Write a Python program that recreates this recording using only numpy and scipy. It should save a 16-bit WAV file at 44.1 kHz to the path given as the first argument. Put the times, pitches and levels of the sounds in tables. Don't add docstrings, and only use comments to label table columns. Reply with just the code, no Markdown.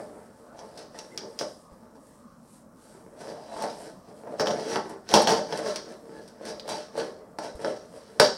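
import sys
import numpy as np
from scipy import signal
from scipy.fft import rfft, irfft
from scipy.io import wavfile
from scipy.ndimage import uniform_filter1d

SR = 44100
rng = np.random.default_rng(int(sys.argv[2]) if len(sys.argv) > 2 else 0)


def ratio(d):
    e = np.asarray(d, float) / 20
    return 10 ** e


def to_wav(s):
    ch = np.atleast_2d(s).T
    pcm = np.round(np.clip(ch, -1, 1) * 32767)
    wavfile.write(sys.argv[1], SR, pcm.astype(np.int16))


N = 369488
TIME = np.arange(N) / SR

# f/Hz, level/dB
HUM_COLOUR = [(15, -43), (25, -10), (134, -2), (236, 6), (439, -14.5), (531, -0.5), (775, -10), (863, -11),
              (1160, -7.5), (2760, -41), (3920, -68), (5140, -29), (8360, -32.5), (14800, -35.5),
              (16000, -37)]
# t/s, level/dB before the decay, f/Hz
HAND_BUMPS = [(1.719, -42, 59), (3.559, -48, 60), (7.55, -31, 60.3)]
# f/Hz, time to fade by 60 dB/s, level/dB
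ROOM_BANDS = [(151, 0.53, -8.5), (400, 0.34, 0.5), (935, 0.31, 0), (2500, 0.28, -12.5), (5000, 0.41, -4),
              (8660, 0.87, -21.5), (14200, 0.22, -25)]
# start t/s, length/s, f/Hz, level/dB
SQUEAK_EVENTS = [(0.78, 0.066, 1950, -67), (0.938, 0.043, 1935, -49.5), (1.11, 0.036, 2050, -50),
                 (6.12, 0.11, 1700, -52)]
# strongest moment t/s, rise/s, fall/s (each spans 20 dB), boards level/dB, shell level/dB
SCRAPE_EVENTS = [(0.0, .05, 0.1, -45.5, -64), (0.581, 0.025, 0.23, -52, -67),
                 (.79, 0.035, 0.073, -47.5, -52.5), (.98, .05, 0.12, -50, -55),
                 (1.16, 0.064, 0.039, -45.5, -65), (1.23, 0.041, 0.12, -44, -70),
                 (1.42, 0.047, 0.08, -40, -54), (1.72, 0.015, 0.067, -69, -90), (2.95, 0.21, 0.1, -59, -75),
                 (3.211, 0.054, 0.099, -50, -57), (3.29, 0.085, .12, -41, -57.5),
                 (3.62, 0.18, 0.17, -38.5, -47), (3.87, 0.082, 0.07, -45, -59.5),
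                 (4.09, 0.054, 0.037, -50, -74), (4.33, 0.13, 0.087, -46.5, -67),
                 (4.409, 0.025, .04, -31, -42.5), (4.49, 0.049, 0.17, -31.5, -49),
                 (4.59, 0.056, 0.058, -38, -59), (4.738, 0.13, 0.071, -32.5, -39),
                 (4.93, 0.2, 0.053, -48, -67), (5.12, 0.044, 0.043, -30, -38.5),
                 (5.158, 0.028, 0.048, -18.5, -29.5), (5.2, .03, 0.065, -27, -36),
                 (5.299, 0.041, 0.093, -22.5, -32), (5.38, 0.061, 0.056, -41.5, -47),
                 (5.549, 0.099, 0.13, -35.5, -47), (5.69, 0.11, 0.15, -37.5, -43),
                 (5.92, 0.069, 0.051, -43.5, -56.5), (6.17, 0.16, 0.13, -50, -65),
                 (6.49, 0.072, 0.082, -40, -46), (6.719, 0.058, 0.15, -39.5, -41),
                 (6.99, 0.048, 0.13, -33.5, -46.5), (7.442, 0.041, 0.087, -40, -46.5),
                 (7.621, 0.039, 0.073, -38.5, -54.5), (7.68, 0.05, 0.098, -35.5, -50),
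                 (7.96, 0.045, 0.091, -55, -66), (8.218, 0.017, 0.08, -33.5, -29)]
# boards level/dB, shell level/dB, hiss level/dB
SHUFFLE_DB = (-60.5, -79, -71.5)
# t/s, shell level/dB, boards level/dB, crack level/dB, favoured shell f/Hz
KNOCKS = [(0.5464, -69, -35, -69, 2500), (0.591, -32, -47, -66, 5770), (0.776, -32, -59, -39, 5100),
          (0.9457, -55, -31, -52, 2930), (0.989, -22, -54, -39, 5640), (1.1764, -14, -59, -40, 5560),
          (1.3901, -14.5, -52, -38, 5330), (1.4104, -26, -23, -57, 5480), (1.711, -64, -45, -71, 4510),
          (1.8264, -71, -44, -71, 5330), (1.9536, -50, -36.5, -58, 5970), (3.298, -56, -47, -58, 4320),
          (3.5654, -43, -22.5, -40, 4910), (3.6227, -28, -40, -26, 5090), (3.6986, -30.5, -49, -51, 4860),
          (4.2741, -53, -25, -61, 4740), (4.3968, -13.5, -8, -46, 5500), (4.4593, -24, -20, -49, 5570),
          (4.4706, -15, -11, -49, 3000), (4.5064, -25, -35, -58, 2980), (4.5976, -30, -34, -58, 5320),
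          (4.7583, -19, -13.5, -65, 2980), (4.8948, -38, -32, -32.5, 5370), (4.9086, -45, -29.5, -62, 3020),
          (5.0904, -22.5, -32, -36, 5610), (5.1394, 1, 2.5, -11, 2870), (5.1696, -11, -31, -38, 4280),
          (5.2194, -19, -35, -14, 4690), (5.2732, -8, -9.5, -33, 3180), (5.2933, -15, -15, -25, 5650),
          (5.5074, -36, -29, -50, 5030), (5.5249, -21.5, -17.5, -57, 3020), (5.5602, -32, -45, -51, 5780),
          (5.575, -21, -36, -26, 5750), (5.5895, -34, -21.5, -48, 5470), (5.66, -28, -19.5, -55, 4630),
          (5.7597, -15, -48, -26, 5870), (6.2194, -53, -53, -61, 5640), (6.2778, -38.5, -47, -37, 5550),
          (6.411, -64, -26, -56, 5440), (6.4531, -29, -36, -31, 5540), (6.597, -24.5, -54, -57, 3970),
          (6.6787, -30, -19.5, -31, 4760), (6.6907, -23.5, -25.5, -26, 4690), (6.9538, -61, -20, -55, 5430),
          (6.9765, -40, -17, -30, 5500), (6.9986, -25.5, -29, -38, 3030), (7.3862, -24.5, -17.5, -31, 4340),
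          (7.5547, -58, -44, -38, 4680), (7.5937, -58, -29.5, -47, 5460), (7.6168, -41, -42, -39, 4060),
          (7.6466, -23, -13.5, -50, 4900), (7.7627, -39, -34, -62, 5000), (7.9394, -59, -34, -63.5, 2740),
          (8.1985, 1, 3, -5, 3950)]
# t/s, favoured low f/Hz, share spilling to the other board modes [ratio]
VALVE_POSE = [(0, 576, 0.28), (0.3, 400, 0.33), (0.56, 630, 0.14), (1.0, 563, 0.12), (1.17, 410, 0.088),
              (1.36, 410, 0.1), (1.42, 676, 0.16), (1.6, 503, 0.43), (3.0, 398, 0.38), (3.3, 600, 0.07),
              (3.6, 770, 0.073), (3.85, 584, 0.066), (4.6, 536, 0.13), (4.75, 400, 0.081), (5.05, 330, .2),
              (5.14, 730, 0.96), (5.27, 746, 0.86), (5.3, 490, 0.65), (5.6, 530, 0.22), (5.9, 510, 0.055),
              (6.15, 418, 0.14), (6.45, 520, 0.081), (6.7, 586, 0.11), (7.0, 477, 0.16), (7.36, 500, 0.14),
              (7.4, 760, 0.15), (7.46, 580, 0.21), (7.649, 517, 0.04), (8.1, 497, 0.15), (8.2, 513, 0.32)]
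# f/Hz, level/dB, time to fade by 60 dB/s
BOARD_MODES = [(197, -37, 0.035), (234, -1.5, 0.19), (330.5, -13, 0.072), (394.5, -2.5, 0.097),
               (463.4, -0.5, 0.074), (534.2, 5.5, 0.037), (609, 5, 0.043), (691, 3, 0.051),
               (751.6, 4.5, 0.044), (877, 12.5, 0.025), (1091, 4, 0.021), (1332, 1.5, 0.016),
               (1513, 1, 0.02), (1680, -0.5, 0.014), (1840, -12.5, 0.021), (2050, -41, 0.022)]
# f/Hz, level/dB, time to fade by 60 dB/s
SHELL_MODES = [(2730, -9, 0.031), (3042, -12.5, 0.066), (3322, 0, 0.012), (3665, -7, 0.028),
               (4024, -1, 0.023), (4350, 3.5, 0.014), (4680, 3.5, 0.02), (4997, 10, 0.0072),
               (5285, 5.5, 0.014), (5615, 10.5, 0.0083), (5980, -6, 0.029), (6220, -14.5, 0.021)]
# f/Hz, level/dB, time to fade by 60 dB/s
CRACK_MODES = [(8200, 1.5, 0.0018), (8770, 10, 0.0021), (10340, 12, 0.0011), (10700, -31, 0.0034),
               (13000, -30, .0025), (14800, -30, 0.0031)]


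def set_rms(x, db):
    return x * ratio(db) / np.sqrt(np.mean(x ** 2))


def walk(rate):
    hold = int(SR / rate)
    steps = np.repeat(rng.standard_normal(N // hold + 1), hold)
    return 1.414 * uniform_filter1d(uniform_filter1d(steps, hold), hold)[:N]


def dull(x, hz):
    return signal.sosfilt(signal.butter(3, hz, fs=SR, output="sos"), x)


def hum():
    f = np.maximum(np.fft.rfftfreq(N, 1 / SR), 1)
    colour_hz, colour_db = np.transpose(HUM_COLOUR)
    colour = ratio(np.interp(np.log(f), np.log(colour_hz), colour_db))
    spectrum = rfft(rng.standard_normal(N)) * colour
    edges = 20 * 2 ** (np.arange(31) / 3)
    out, swell = 0, walk(2.36)
    for lo, hi in zip(edges[:-1], edges[1:]):
        band = irfft(spectrum * ((f >= lo) & (f < hi)), N)
        lumps_db = 3.0 if 150 < lo < 2000 else 0.8
        out = out + band * ratio(lumps_db * walk(16) + 0.38 * swell)
    return set_rms(out, -51.5)


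def bumps():
    out = np.zeros(N)
    for start_s, db, hz in HAND_BUMPS:
        t = np.maximum(TIME - start_s, 0)
        out += ratio(db) * np.sin(2 * np.pi * hz * t) * np.exp(-t / 0.011)
    return out


def room(x, gap_s, fill_s):
    t = np.arange(int(.6 * SR)) / SR
    f = np.maximum(np.fft.rfftfreq(len(t), 1 / SR), 1)
    centres = np.log(np.array(ROOM_BANDS)[:, 0])
    fill = 1 - np.exp(-np.maximum(t - gap_s, 0) / fill_s)
    tail = 0
    for k, (_, t60, db) in enumerate(ROOM_BANDS):
        share = np.sqrt(np.interp(np.log(f), centres, np.eye(len(ROOM_BANDS))[k]))
        band = irfft(rfft(rng.standard_normal(len(t))) * share, len(t))
        shape = 10 ** (-3 * t / t60) * fill
        tail = tail + ratio(db) * band * shape / np.sqrt(np.sum(shape ** 2))
    return signal.fftconvolve(x, tail)[:N]


def squeaks():
    out = np.zeros(N)
    wobble = np.cumsum(0.0253 * walk(120)) / SR
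    for start_s, length, hz, db in SQUEAK_EVENTS:
        swell = np.sin(np.pi * ((TIME - start_s) / length).clip(0, 1))
        out += ratio(db) * swell * np.sin(2 * np.pi * hz * (TIME + wobble))
    return out


def knock_samples():
    return (np.transpose(KNOCKS)[0] * SR).astype(int)


def rubbing(scrape_db, knock_db, shuffle_db):
    roundness = 1.3
    rattle_db, rattle_s = -20, 0.011
    out = ratio(shuffle_db + 4.8 * walk(8))
    for (peak_s, rise, fall, *_), db in zip(SCRAPE_EVENTS, scrape_db):
        away = np.where(TIME < peak_s, (peak_s - TIME) / rise, (TIME - peak_s) / fall)
        out = out + ratio(db - 20 * away.clip(0, 9) ** roundness)
    chatter = np.zeros(N)
    chatter[knock_samples()] = ratio(knock_db + rattle_db)
    return out + signal.lfilter([1], [1, -np.exp(-1 / (rattle_s * SR))], chatter)


def grit(rate, spread_db):
    size = rng.standard_normal(N) * ratio(spread_db * rng.exponential(size=N))
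    return set_rms(size * (rng.random(N) < rate / SR), 0)


def near(hz, centre_hz, octaves):
    return np.exp(-.5 * (np.log2(hz / centre_hz) / octaves) ** 2)


def upper_share(hz, hardness):
    return 1.69 * np.minimum(hardness, 1) * near(hz, 1700, octaves=0.63)


def ring(force, hz, t60):
    r, w = np.exp(-np.log(1000) / (t60 * SR)), 2 * np.pi * hz / SR
    return signal.lfilter([0, np.sin(w)], [1, -2 * r * np.cos(w), r * r], force)


def body(modes, knock_db, knock_share, rub, rub_share, patchy_db):
    hz, db, t60 = np.transpose(modes)
    at = knock_samples()
    luck = rng.standard_normal((len(at), len(hz)))
    sign = np.sign(rng.standard_normal((len(at), len(hz))))
    push = knock_share * ratio(db + 2.0 * luck) * sign
    push = push * (ratio(knock_db) / np.sqrt(2 * np.sum(push ** 2, axis=1)))[:, None]
    energy = t60 * SR / (4 * np.log(1000))
    total = np.sqrt(sum(ratio(2 * db[m]) * energy[m] * rub_share(hz[m]) ** 2 for m in range(len(hz))))
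    out = 0
    for m in range(len(hz)):
        patchy = ratio(db[m] + patchy_db * walk(25))
        force = rub * patchy * rub_share(hz[m]) / total
        force[at] += push[:, m]
        out = out + ring(force, hz[m], t60[m])
    return out


def valve():
    _, shell_db, boards_db, crack_db, shell_hz = np.transpose(KNOCKS)
    low_db, mid_db = np.transpose(SCRAPE_EVENTS)[3:]
    pose_s, pose_hz, pose_share = np.transpose(VALVE_POSE)
    low_hz = np.interp(TIME, pose_s, pose_hz)
    spill = np.interp(TIME, pose_s, pose_share)
    at = knock_samples()[:, None]
    coarse, fine = grit(2500, spread_db=2.5), grit(9000, spread_db=1.0)
    low = rubbing(low_db, boards_db, SHUFFLE_DB[0])
    mid = rubbing(mid_db, shell_db, SHUFFLE_DB[1])
    hiss = rubbing(-27.5 + .65 * mid_db, crack_db, SHUFFLE_DB[2])

    board_hz = np.array(BOARD_MODES)[:, 0]
    hardness = ratio(shell_db - boards_db)[:, None]
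    board_share = 1.5 * spill[at] + near(board_hz, low_hz[at], octaves=0.22)
    board_share = board_share + upper_share(board_hz, hardness)

    def board_rub_share(hz):
        return spill + near(hz, low_hz, octaves=0.25) + upper_share(hz, mid / low)

    boards = body(BOARD_MODES, boards_db, board_share, coarse * low, board_rub_share, patchy_db=2.5)
    shell_share = 0.1 + near(np.array(SHELL_MODES)[:, 0], shell_hz[:, None], octaves=0.23)
    shell = body(SHELL_MODES, shell_db, shell_share, fine * mid, lambda hz: 1, patchy_db=3.5)
    crack = body(CRACK_MODES, crack_db, 1, dull(fine, 11250) * hiss, lambda hz: 1, patchy_db=1.5)
    return dull(boards, 2980) + shell + crack


def scene():
    low_cut = signal.butter(3, 149, "high", fs=SR, output="sos")
    close = signal.sosfilt(low_cut, valve() + squeaks())
    echo = room(close, gap_s=0.0021, fill_s=0.0028)
    return (close + echo + hum() + bumps())[None]


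def low_pass(x):
    return signal.sosfilt(signal.butter(12, 16650, fs=SR, output="sos"), x)


def record(dry):
    rounded = np.tanh(dry) / 1.312
    top_cut = signal.ellip(6, .3, 40, 15800, fs=SR, output="sos")
    mix = signal.sosfilt(top_cut, rounded)
    return low_pass(mix)


dry = scene()
out = record(dry)
to_wav(out)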